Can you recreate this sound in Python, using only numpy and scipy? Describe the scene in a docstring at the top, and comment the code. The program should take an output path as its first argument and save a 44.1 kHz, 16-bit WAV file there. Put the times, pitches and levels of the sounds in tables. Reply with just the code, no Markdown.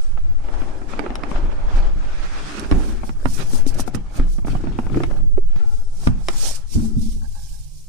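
"""A tight box lid worked loose by hand

Hands work a tight cardboard lid off its box on a table, between two microphones on sprung arms.
Shaped noise makes the lid drag on the box walls and the skin brush the glossy card.
Dying sines and short noise make the knocks of fingers and corners, and the thumps on the table.
The arms bounce and sway far down in the bass, over a quiet room with a faint drone."""
import sys
import numpy as np
from scipy import signal
from scipy.fft import rfft, irfft, next_fast_len
from scipy.io import wavfile
from scipy.ndimage import uniform_filter1d

SR = 44100
rng = np.random.default_rng(int(sys.argv[2]) if len(sys.argv) > 2 else 0)


def output_pcm(signal):
    """Save a mono or channel-first signal as 16-bit PCM at the path in sys.argv[1].

    Samples are clipped to [-1, 1] before scaling.
    """
    pcm = np.clip(np.atleast_2d(signal).T, -1, 1) * 32767
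    wavfile.write(sys.argv[1], SR, np.round(pcm).astype(np.int16))


N = 347508  # samples, about 7.88 s

# the lid lands by a spring of the left arm: (time [s], hum level [dB], boom level [dB])
TWANGS = [(6.764, -16, -6), (6.967, -21.5, -14), (7.055, -21.5, -17)]
SWELL_DB = 31  # how far a movement is below its peak at the ends of its swell and fade times
TUG_ROUND = 1.027  # shape of a swell in dB: 1 = pointed top, 2 = round


def drag():
    """Card fibres rasp along the walls and drive the hollow of the box."""
    # one long slide up the walls: (time [s], rasp [dB], upper over lower modes [dB], hollow [dB])
    slide_rows = [(0, -56.5, 0, -60.5), (.37, -57, -6.5, -52.5), (.46, -43, -13, -53),
                  (.625, -39, -15, -46.5), (.85, -47.5, -16, -46), (.9, -40.5, -3.5, -47),
                  (1.04, -40, -17.5, -36), (1.18, -41, -21, -44.5), (1.36, -37, -9.5, -40.5),
                  (1.46, -42.5, -13, -41), (1.62, -39.5, -16.5, -59), (1.755, -38.5, -5.5, -43.5),
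                  (1.85, -38.5, -12, -47), (1.95, -47, -5.5, -49), (2.3, -40.5, 4, -55),
                  (2.58, -39, 5.5, -36), (2.68, -42.5, -4, -45.5), (2.745, -37.5, -11, -28),
                  (3, -49.5, 4, -44), (3.22, -68, -6, -62), (3.35, -92, -2, -88)]
    # then separate tugs: (peak time [s], rasp [dB], swell [s], fade [s],
    # upper over lower modes [dB], hollow [dB])
    tug_rows = [(3.407, -31.5, 0.1, 0.1, -1, -29.5), (3.62, -40.5, 1, 0.054, -7, -38.5),
                (3.786, -39.5, 0.41, 0.29, -5, -35), (3.963, -38.5, 0.1, 0.16, -10.5, -36),
                (4.189, -39, 0.22, 0.22, -5.5, -36), (4.5, -40, 0.055, 0.37, -5, -42),
                (4.7, -45.5, 0.63, 0.9, -6, -33), (4.967, -42, 0.23, 0.37, -4, -25.5),
                (5.19, -44, 1, 0.096, -13.5, -45), (5.6, -49.5, 0.26, 0.37, 3.5, -43.5),
                (6.082, -43.5, 0.24, 0.48, -7.5, -42), (6.3, -41, 0.043, 0.23, 1, -39),
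                (6.457, -39, 0.31, 0.32, -2, -50), (6.77, -48, 0.079, 0.52, -8.5, -32),
                (7.02, -64, 0.061, 0.3, -11, -40.5)]
    # where the lid binds: (time [s], left minus right [dB])
    binding = [(0, -4.5), (1, -3), (2.4, -3), (3.65, -6.5), (3.9, -1), (4.4, -3.5), (4.7, 2), (5.2, 2),
               (6, -2), (7.88, -11)]
    # resonances of the walls: (pitch [Hz], width [Hz], relative level [dB])
    upper_modes = [(1333, 480, 13.5), (1666, 560, 9.5), (2360, 910, 7.5), (3165, 670, 0.5),
                   (3550, 6300, 2.5)]
    lower_modes = [(393, 1370, 8.5), (587, 90, 9.5), (802, 190, 9)]
    # resonances of air and walls together: (pitch [Hz], width [Hz], relative level [dB])
    hollow_modes = [(133, 79, 8), (220, 57, 0), (307, 135, 0.5), (393, 20, -0.5)]

    slide_db, slide_bright_db, slide_hollow_db = curves(slide_rows)
    slide_upper, slide_lower = amp(shares(slide_db, slide_bright_db))
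    s, db, swell, fade, bright_db, hollow_db = np.transpose(tug_rows)
    tug_levels = shares(db, bright_db) + [hollow_db]
    tug_upper, tug_lower, tug_hollow = humps(s, swell, fade, TUG_ROUND, tug_levels)

    fibres = patchy(grit(6., 2., .012, .07), 3.2)
    scuffs = patchy(grit(7., 4., .009, .07), 3.5)  # uneven catches of the rim
    even = patchy(grit(4., 2., .025, .07), 2.2)  # the long slide surges gently
    scrape = tug_upper * coloured(fibres, peaks(upper_modes))
    scrape += tug_lower * coloured(scuffs, peaks(lower_modes))
    scrape += slide_upper * coloured(even, peaks(upper_modes))
    scrape += slide_lower * coloured(even + 0.36 * scuffs, peaks(lower_modes))
    # soft fibres have little sizzle
    scrape = signal.sosfilt(signal.butter(4, 9500, fs=SR, output="sos"), scrape)

    rub = grit(4., 2., .02, .6)
    hollow = tug_hollow * coloured(rub, peaks(hollow_modes))
    # the slide misses the lowest mode
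    hollow += amp(slide_hollow_db) * coloured(rub, peaks(hollow_modes[1:]))
    return sides(curves(binding)[0]) * (scrape + hollow)


def brush():
    """Skin slides over coated card: a fine dry hiss that swells and fades with each stroke."""
    # strokes: (peak time [s], level on the louder side [dB], swell [s], fade [s],
    # left minus right [dB])
    strokes = [(.02, -49, 0.053, 0.24, -4), (.61, -54, 0.45, 1, 3.5), (.908, -46, 0.064, 0.075, 8),
               (1.311, -45.5, 0.058, 0.06, 2), (1.76, -44, 0.027, 0.08, -14), (2.52, -45.5, 0.76, 0.63, 22),
               (2.6, -48, 0.64, 0.096, -17), (2.89, -42, 0.56, 0.18, -11), (3.07, -44, 0.11, 0.13, -3.5),
               (3.346, -32.5, 0.19, 0.25, -17), (3.556, -31.5, 0.14, 0.11, 8),
               (3.678, -29.5, 0.023, 0.065, -24), (3.746, -34, 0.01, 0.021, -14),
               (3.804, -26, 0.043, 0.038, -9), (3.879, -37, 0.03, 0.029, 13),
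               (3.951, -31.5, 0.016, 0.022, -5), (4.176, -38.5, 0.084, 0.046, -5),
               (4.33, -44, 0.16, 0.16, -15), (4.467, -45, 0.025, 0.28, -5), (4.78, -51.5, 0.029, 0.35, 9),
               (4.97, -51, 0.16, 0.47, -4), (5.17, -56.5, 1, 0.06, -10), (5.75, -48.5, 0.3, 0.46, 7),
               (6.061, -39, 0.24, 0.085, -4.5), (6.475, -23.5, 0.29, 0.16, -9.5),
               (6.555, -31, 0.033, 0.048, -8), (6.749, -31.5, 0.11, 0.077, -13), (6.83, -39, 0.2, 0.2, -6),
               (7.03, -40, 0.16, 0.34, -10), (7.125, -44, 0.2, 0.1, -5), (7.5, -43.5, 1, 0.8, -11),
               (7.77, -54, 0.14, 0.78, 0.5)]
    # tone of the hiss: (frequency [Hz], relative level per Hz [dB])
    brush_colour = [(1180, -51), (2000, -21), (2270, -16), (4040, -8.5), (5360, -2.5), (7420, -6.5),
                    (9110, -4.5), (10800, -15), (15500, -23)]
    # change of the treble of the hiss: (time [s], extra level [dB])
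    dryness = [(0, -3), (2.45, -10), (2.75, 3), (3.2, 4), (5, 5), (6.3, -0.5), (7.2, 3.5), (7.88, 6)]

    s, db, swell, fade, pan_db = np.transpose(strokes)
    hands = humps(s, swell, fade, 1.15, panned(db, pan_db))
    skin = patchy(grit(4., 1., .01, .05), 2.)
    hiss = coloured(skin, spectrum(brush_colour))
    treble = signal.butter(4, 10500, "high", fs=SR, output="sos")
    top = signal.sosfiltfilt(treble, hiss)
    return hands * (hiss + top * (amp(curves(dryness)[0]) - 1))


def knocks():
    """A tick of contact, a rap in the panel modes and a low thud; each side hears its own mix."""
    # knocks on the panels: (time [s], rap [dB], tick relative to rap [dB],
    # thud relative to rap [dB], starting pitch of thud [Hz], left minus right [dB])
    hits = [(0.173, -20, -36, -30, 200, -9), (0.484, -16.5, -41, -10, 427, -12),
            (0.617, -22, -31, 4, 287, 5), (0.816, -27, -33, 4, 308, -12), (0.934, -18.5, -29, -2.5, 244, 3),
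            (0.9915, -10.5, -21, 0, 302, -11), (1.038, -20, -34, 5, 404, -5),
            (1.061, -13.5, -36, -2.5, 390, -2), (1.103, -21.5, -24, 5, 272, 3),
            (1.154, -24, -9.5, -12, 275, 2), (1.234, -16.5, -20.5, 0, 297, -3),
            (1.313, -18, -30, 3.5, 210, 12), (1.357, -14.5, -33, -15, 322, 22),
            (2.595, -52.5, 15.5, 6, 220, -11), (2.712, -14.5, -16, 10.5, 290, -11),
            (2.722, -13, -26, 4, 300, 4), (3.032, -4.5, -60, -10.5, 238, 9),
            (3.092, -22.5, -20.5, 7, 233, -10), (3.255, -11.5, -22, 2.5, 279, -11),
            (3.533, -34.5, -6, 22.5, 267, -12), (3.664, -35.5, -4, 27, 288, -11),
            (3.794, -7.5, -48.5, -5, 267, 5), (3.876, -8, -47.5, -5.5, 248, 9),
            (3.946, -21, -15, 10.5, 237, -12), (4.196, -25, -20, 15, 267, -7),
            (4.383, -19.5, -44, 6.5, 212, -15), (4.447, -18, -44, 5, 216, -14),
            (4.47, -18.5, -35, 0, 293, -7), (4.48, -19, -36, 5.5, 298, 3), (4.531, -29, -42, 12, 286, -19),
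            (4.55, -3, -62, -2, 150, -23), (4.637, -15, -53, 3.5, 301, 9),
            (4.669, -12.5, -50, 2.5, 254, -14), (4.726, -33, -46, -7, 302, -2),
            (4.787, -12.5, -31, 6, 246, -4), (4.865, -11.5, -50, -8, 208, 15),
            (4.897, -21.5, -38, -15, 250, 22), (4.943, -20, -29, -1, 330, -6),
            (4.956, -31, -40, 21, 327, -4), (4.97, -17, -37, 14.5, 328, 9), (5.002, -13, -38, 6, 390, -9),
            (5.034, -14.5, -18, 4, 315, 3), (5.187, -32, -34, 6.5, 278, -4), (5.376, -20, -48, 14, 402, 5),
            (5.56, -31, -16.5, 11, 161, -25), (6.071, -10.5, -19, 8.5, 187, -3.5),
            (6.284, -14, -10, -0.5, 390, -1.5), (6.755, -28, -49, 5.5, 420, -7),
            (6.961, -38, -69, 30.5, 158, -10)]
    # edge of the card, pitches vary a little: (pitch [Hz], level in tick [dB], 60 dB decay [s])
    snap = [(3846, 5, 0.015), (5230, 10.5, 0.011), (9550, 13, 0.0058)]
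    # flat panel, pitches vary a little: (pitch [Hz], relative level [dB], 60 dB decay [s])
    panel = [(457, -10, 0.004), (712, -1.5, 0.055), (870, 4.5, 0.031), (1302, 8.5, 0.024),
             (1770, 13.5, 0.0067), (2070, -14, 0.035), (2375, 13, 0.011)]
    thud_t60, thud_sag = 0.043, .12  # decay by 60 dB (s); share of the pitch lost as the panel settles

    out, t = np.zeros((2, N)), np.arange(8000) / SR
    high = signal.butter(4, [3000, 10500], "band", fs=SR, output="sos")
    middle = signal.butter(2, [500, 3000], "band", fs=SR, output="sos")
    sag = 1 - thud_sag * (1 - np.exp(-t / 0.042))
    for s, db, tick_db, thud_db, thud_hz, pan_db in hits:
        noise = rng.standard_normal((2, len(t)))
        snap_luck = rng.standard_normal((2, len(snap)))
        panel_luck = rng.standard_normal((2, len(panel)))

        tick = amp(1.0) * evened(signal.sosfilt(high, noise)) * amp(-60 * t / 0.026)
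        tick += np.array([ring(snap, t, 1 + 0.057 * d) for d in snap_luck])
        tick = dulled(tick, 9000 * amp(.4 * (tick_db + 5)))  # a weaker tick is duller

        modes = np.array([ring(panel, t, 1 + 0.067 * d) for d in panel_luck])
        rap = amp(-14) * modes
        rap += amp(7.5) * signal.sosfilt(middle, noise) * amp(-60 * t / 0.02)
        rap = dulled(rap, 2600 * amp(.3 * (tick_db + 12)))  # a soft pad of flesh dulls the rap

        thud_modes = [(thud_hz, -3, thud_t60), (1.303 * thud_hz, -10, .03)]
        thud = ring(thud_modes, t, [sag, sag]) * (1 - np.exp(-t / 0.0025))

        # flesh also slows the attack
        rise = 1 - np.exp(-t / (0.00059 * amp(-.3 * (tick_db + 14.5))))
        knock = rap + amp(tick_db) * tick - amp(thud_db) * thud
        add(out, s + .0008, amp(db) * sides(pan_db) * rise * knock)
    return out


def lid():
    """Fingers shift their grip on the freed lid, which sings faintly in its own narrow modes."""
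    # grips: (peak time [s], level on the louder side [dB], swell [s], fade [s],
    # left minus right [dB])
    grips = [(5.6, -44.5, 0.19, 0.77, -2), (6, -47, 0.015, 0.26, 0), (7.25, -51.5, 0.21, 0.14, -18),
             (7.355, -47.5, 0.075, 0.3, -16), (7.54, -54.5, 0.069, 0.22, -12)]
    # freed lid in the air: (pitch [Hz], width [Hz], relative level [dB])
    lid_held = [(433, 65, 5), (827, 140, 1.5), (1380, 150, -2.5)]
    # lid standing on its edge: (pitch [Hz], width [Hz], relative level [dB])
    lid_down = [(562, 35, -2), (835, 100, 7), (1087, 57, -2), (1610, 160, -0.5)]

    s, db, swell, fade, pan_db = np.transpose(grips)
    hands = humps(s, swell, fade, TUG_ROUND, panned(db, pan_db))
    rub = grit(9.8, 4.6, 0.011, 0.12)
    landed = np.arange(N) / SR > TWANGS[0][0]
    held, down = coloured(rub, peaks(lid_held)), coloured(rub, peaks(lid_down))
    return hands * np.where(landed, down, held)


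def twangs():
    """The struck spring hums unsteadily and the air in the empty lid booms, until the lid damps it."""
    hum_hz, hum_t60 = 221, .9  # spring: pitch (Hz), decay by 60 dB (s)
    boom_hz, boom_t60 = 231.8, 0.19  # air in the lid: pitch (Hz), decay by 60 dB (s)
    stop = 7.3  # silent from here (s)

    out, t = np.zeros((2, N)), np.arange(SR) / SR
    for s, hum_db, boom_db in TWANGS:
        loose = rng.standard_normal(SR)
        loose = evened(uniform_filter1d(uniform_filter1d(loose, 500), 500))
        tone = ring([(hum_hz, hum_db, hum_t60), (boom_hz, boom_db, boom_t60)], t, [1, 1])
        rise = 1 - np.exp(-t / 0.012)
        damping = np.clip((stop - s - t) / 0.054, 0, 1)
        rattle = amp(3.2 * loose)
        add(out, s, rattle * tone * rise * damping * amp([[0], [-14]]))  # weaker on the right
    return out


def thumps():
    """The table top booms, reaching the right arm later; each arm bounces on its springs."""
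    # thumps into the table, levels before a fixed trim:
    # (time [s], table [dB], bounce of the arms [dB], table left minus right [dB])
    table_hits = [(1.348, -37, -13.5, 16), (1.741, -42, -8.5, -12), (1.957, -36, -19, 16),
                  (2.716, -18, -14.5, -2), (3.248, -24.5, -43, -6), (3.943, -27.5, -29, 0),
                  (4.187, -25, -10, 1), (4.5, -27, -21, -9), (5.22, -35, -21, -18),
                  (6.068, -16, -20.5, -3.5), (6.753, -18.5, -34, -2), (6.963, -23.5, -21, -10.5)]
    # table top, pitches vary a little: (pitch [Hz], relative level [dB], 60 dB decay [s])
    table_modes = [(50.2, -0.5, 0.7), (76, 11, 0.135), (109, 14.5, 0.11), (143.2, -3, 0.4),
                   (186.6, -3, 0.36), (263.4, -1, 0.29)]
    # left arm, right arm: (bounce rate [Hz], 60 dB decay [s])
    arm_bounce = [(22, 1.5), (24, 1.3)]

    out, t = np.zeros((2, N)), np.arange(SR) / SR
    bounce = np.array([ring([(hz, 0, t60)], t, [1]) for hz, t60 in arm_bounce])
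    for s, db, bounce_db, pan_db in table_hits:
        luck = rng.standard_normal((2, len(table_modes)))
        boom = np.array([ring(table_modes, t, 1 + 0.06 * d) for d in luck])
        boom *= 1 - np.exp(-t / 0.0032)
        boom[1] = np.interp(t - .004, t, boom[1])  # 4 ms later on the right
        add(out, s, -amp(db - 2.5) * sides(pan_db) * boom + amp(bounce_db + 2.5) * bounce)
    return out


def shake():
    """Hands on the table shake the arms: each swings slowly at its own rate, over a lumpy rumble."""
    # shaking, levels before a fixed trim: (time [s], sway [dB], rumble [dB])
    shaking = [(0, -15.5, -41), (.3, -19, -38), (1.1, -31.5, -42), (1.5, -24.5, -32.5), (2.4, -21.5, -43),
               (2.8, -45, -30), (3.3, -15.5, -43), (3.8, -23.5, -37.5), (4.2, -41, -39.5),
               (4.65, -32, -31.5), (5.2, -17.5, -33), (5.7, -20.5, -42.5), (6.15, -23, -39),
               (6.55, -23.5, -44.5), (7, -24, -31), (7.88, -37, -48.5)]
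    # left arm, right arm: (sway rate [Hz], width [Hz])
    arm_sway = [(7.3, 2.17), (10, 1.7)]

    sway_db, rumble_db = curves(shaking)
    push = rng.standard_normal((2, N))
    sway = [coloured(push[[k]], peaks([(hz, w, 0)]))[0] for k, (hz, w) in enumerate(arm_sway)]
    lumps = grit(0., 3., .04, .1)
    rumble = coloured(lumps, spectrum([(16, 8.0), (30, 8.5), (60, -4.5), (100, -5.5)]))
    return amp(sway_db + [[4], [1.5]]) * np.array(sway) + amp(rumble_db + 9.0) * rumble


def walls(x):
    """Short dull tail of a furnished room: dying noise stands for the many reflections."""
    t = np.arange(SR // 3) / SR
    tail = rng.standard_normal((2, len(t))) * amp(-60 * t / 0.063) * (t > .006)
    tail = signal.lfilter([1], [1, -.6], tail)
    return signal.oaconvolve(x, tail / np.linalg.norm(tail[0]), axes=1)[:, :N]


def room():
    """Steady quiet noise of the room, with noise in a narrow band as a faint fuzzy drone."""
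    # tone of the room: (frequency [Hz], relative level per Hz [dB])
    room_colour = [(150, -24), (400, 1), (1000, -5), (2500, -18), (6000, -2.5), (10000, -8.5), (12000, -20)]
    # drone: (pitch [Hz], width [Hz], relative level [dB])
    drone_modes = [(140.8, 25, 0)]
    room_db, drone_db = -62, -47
    still = amp(room_db) * coloured(rng.standard_normal((2, N)), spectrum(room_colour))
    return still + amp(drone_db) * coloured(rng.standard_normal((2, N)), peaks(drone_modes))


def grit(grain_db, flutter_db, flutter_s, same):
    """Friction: noise with uneven grains whose strength flutters; part is common to both sides."""
    a, b, slow = rng.standard_normal((3, 2, N))
    size = max(round(flutter_s * SR), 1)
    flutter = evened(uniform_filter1d(uniform_filter1d(slow, size), size))
    x = a * amp(grain_db * b + flutter_db * flutter)
    same = np.clip(same, 0, 1)
    return np.array([x[0], same * x[0] + np.sqrt(1 - same ** 2) * x[1]])


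def patchy(x, depth_db):
    """The contact wanders over the card, so the colour shifts in short patches."""
    z = signal.stft(x, nperseg=512)[2]
    patches = rng.standard_normal(z.shape)
    patches = uniform_filter1d(uniform_filter1d(patches, 4, 1), 7, 2)  # blurred over pitch, then time
    z = z * amp(depth_db * patches / patches.std())
    return evened(signal.istft(z, nperseg=512)[1][:, :N])


def humps(s, swell, fade, roundness, levels_db):
    """Movements that swell to a peak and fade; their powers add in each layer. Returns gains."""
    t = np.arange(0, N + 64, 64) / SR  # coarse steps are enough
    away = t - s[:, None]
    away = np.where(away < 0, -away / swell[:, None], away / fade[:, None])
    power = amp(2 * np.array(levels_db)) @ amp(-2 * SWELL_DB * away ** roundness)
    return np.array([np.interp(np.arange(N) / SR, t, np.sqrt(p)) for p in power])


def shares(db, bright_db):
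    """Splits the power of a rasp between upper and lower modes."""
    lower_db = db - 10 * np.log10(1 + amp(2 * bright_db))
    return [lower_db + bright_db, lower_db]


def panned(db, pan_db):
    """Left and right levels; the louder side keeps the given level."""
    return [db + np.minimum(pan_db, 0), db - np.maximum(pan_db, 0)]


def sides(pan_db):
    """Left and right gains whose mean power is that of two gains of 1 doubled, split by pan_db."""
    ratio = amp(np.array([pan_db, -np.asarray(pan_db)]).reshape(2, -1) / 2)
    return 2 * ratio / np.sqrt((ratio ** 2).sum(0))


def coloured(x, gain):
    """Shapes the spectrum by gain(Hz) and evens the level."""
    size = next_fast_len(N)
    shaped = rfft(x, size) * gain(np.fft.rfftfreq(size, 1 / SR))
    return evened(irfft(shaped, size)[:, :N])


def spectrum(points):
    """Gain from (Hz, dB) points on a log axis, almost nothing past the ends."""
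    f, db = np.transpose(points)
    return lambda hz: amp(np.interp(np.log(hz + 1e-3), np.log(f), db, left=-90, right=-90))


def peaks(modes):
    """Gain from (Hz, width, dB) resonances, whose powers add."""
    def gain(hz):
        return np.sqrt(sum(amp(db) ** 2 / (1 + (2 * (hz - f) / w) ** 2) ** 2 for f, w, db in modes))
    return gain


def dulled(x, cutoff_hz):
    """Softens the treble with two equal gentle low-pass steps."""
    keep = np.exp(-2 * np.pi * cutoff_hz / SR)
    return signal.lfilter([(1 - keep) ** 2], [1, -2 * keep, keep ** 2], x)


def ring(modes, t, detune):
    """Struck object: a sum of dying sines, each pitch multiplied by its detune."""
    return sum(amp(db - 60 * t / t60) * np.sin(2 * np.pi * hz * d * t)
               for (hz, db, t60), d in zip(modes, detune))


def curves(rows):
    """Columns of a table, one value per sample."""
    s, *columns = np.transpose(rows)
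    return [np.interp(np.arange(N) / SR, s, c) for c in columns]


def evened(x):
    """Rms 1 in each channel."""
    return x / np.sqrt(np.mean(x ** 2, -1, keepdims=True) + 1e-20)


def amp(db):
    """Gain from decibels."""
    return 10 ** (np.asarray(db) / 20)


def add(mix, s, sound):
    """Adds a sound into the mix from s seconds on, cut at the end."""
    part = mix[:, round(s * SR):][:, :sound.shape[1]]
    part += sound[:, :part.shape[1]]


def scene():
    """All sources together; only the knocks get the tail of the room."""
    hits = knocks()
    box = drag() + brush() + hits + lid()
    table = twangs() + thumps() + shake()
    return box + table + amp(-17.0) * walls(hits) + room()


def record(dry):
    """Band limit: removes the highest treble, above about 15.85 kHz."""
    edge_hz = 15850
    padded = np.pad(dry, ((0, 0), (511, 511)), "reflect")
    low_pass = signal.firwin(1023, edge_hz, window=("kaiser", 9), fs=SR)
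    return signal.oaconvolve(padded, low_pass[None], "valid")


dry = scene()
out = record(dry)
output_pcm(out)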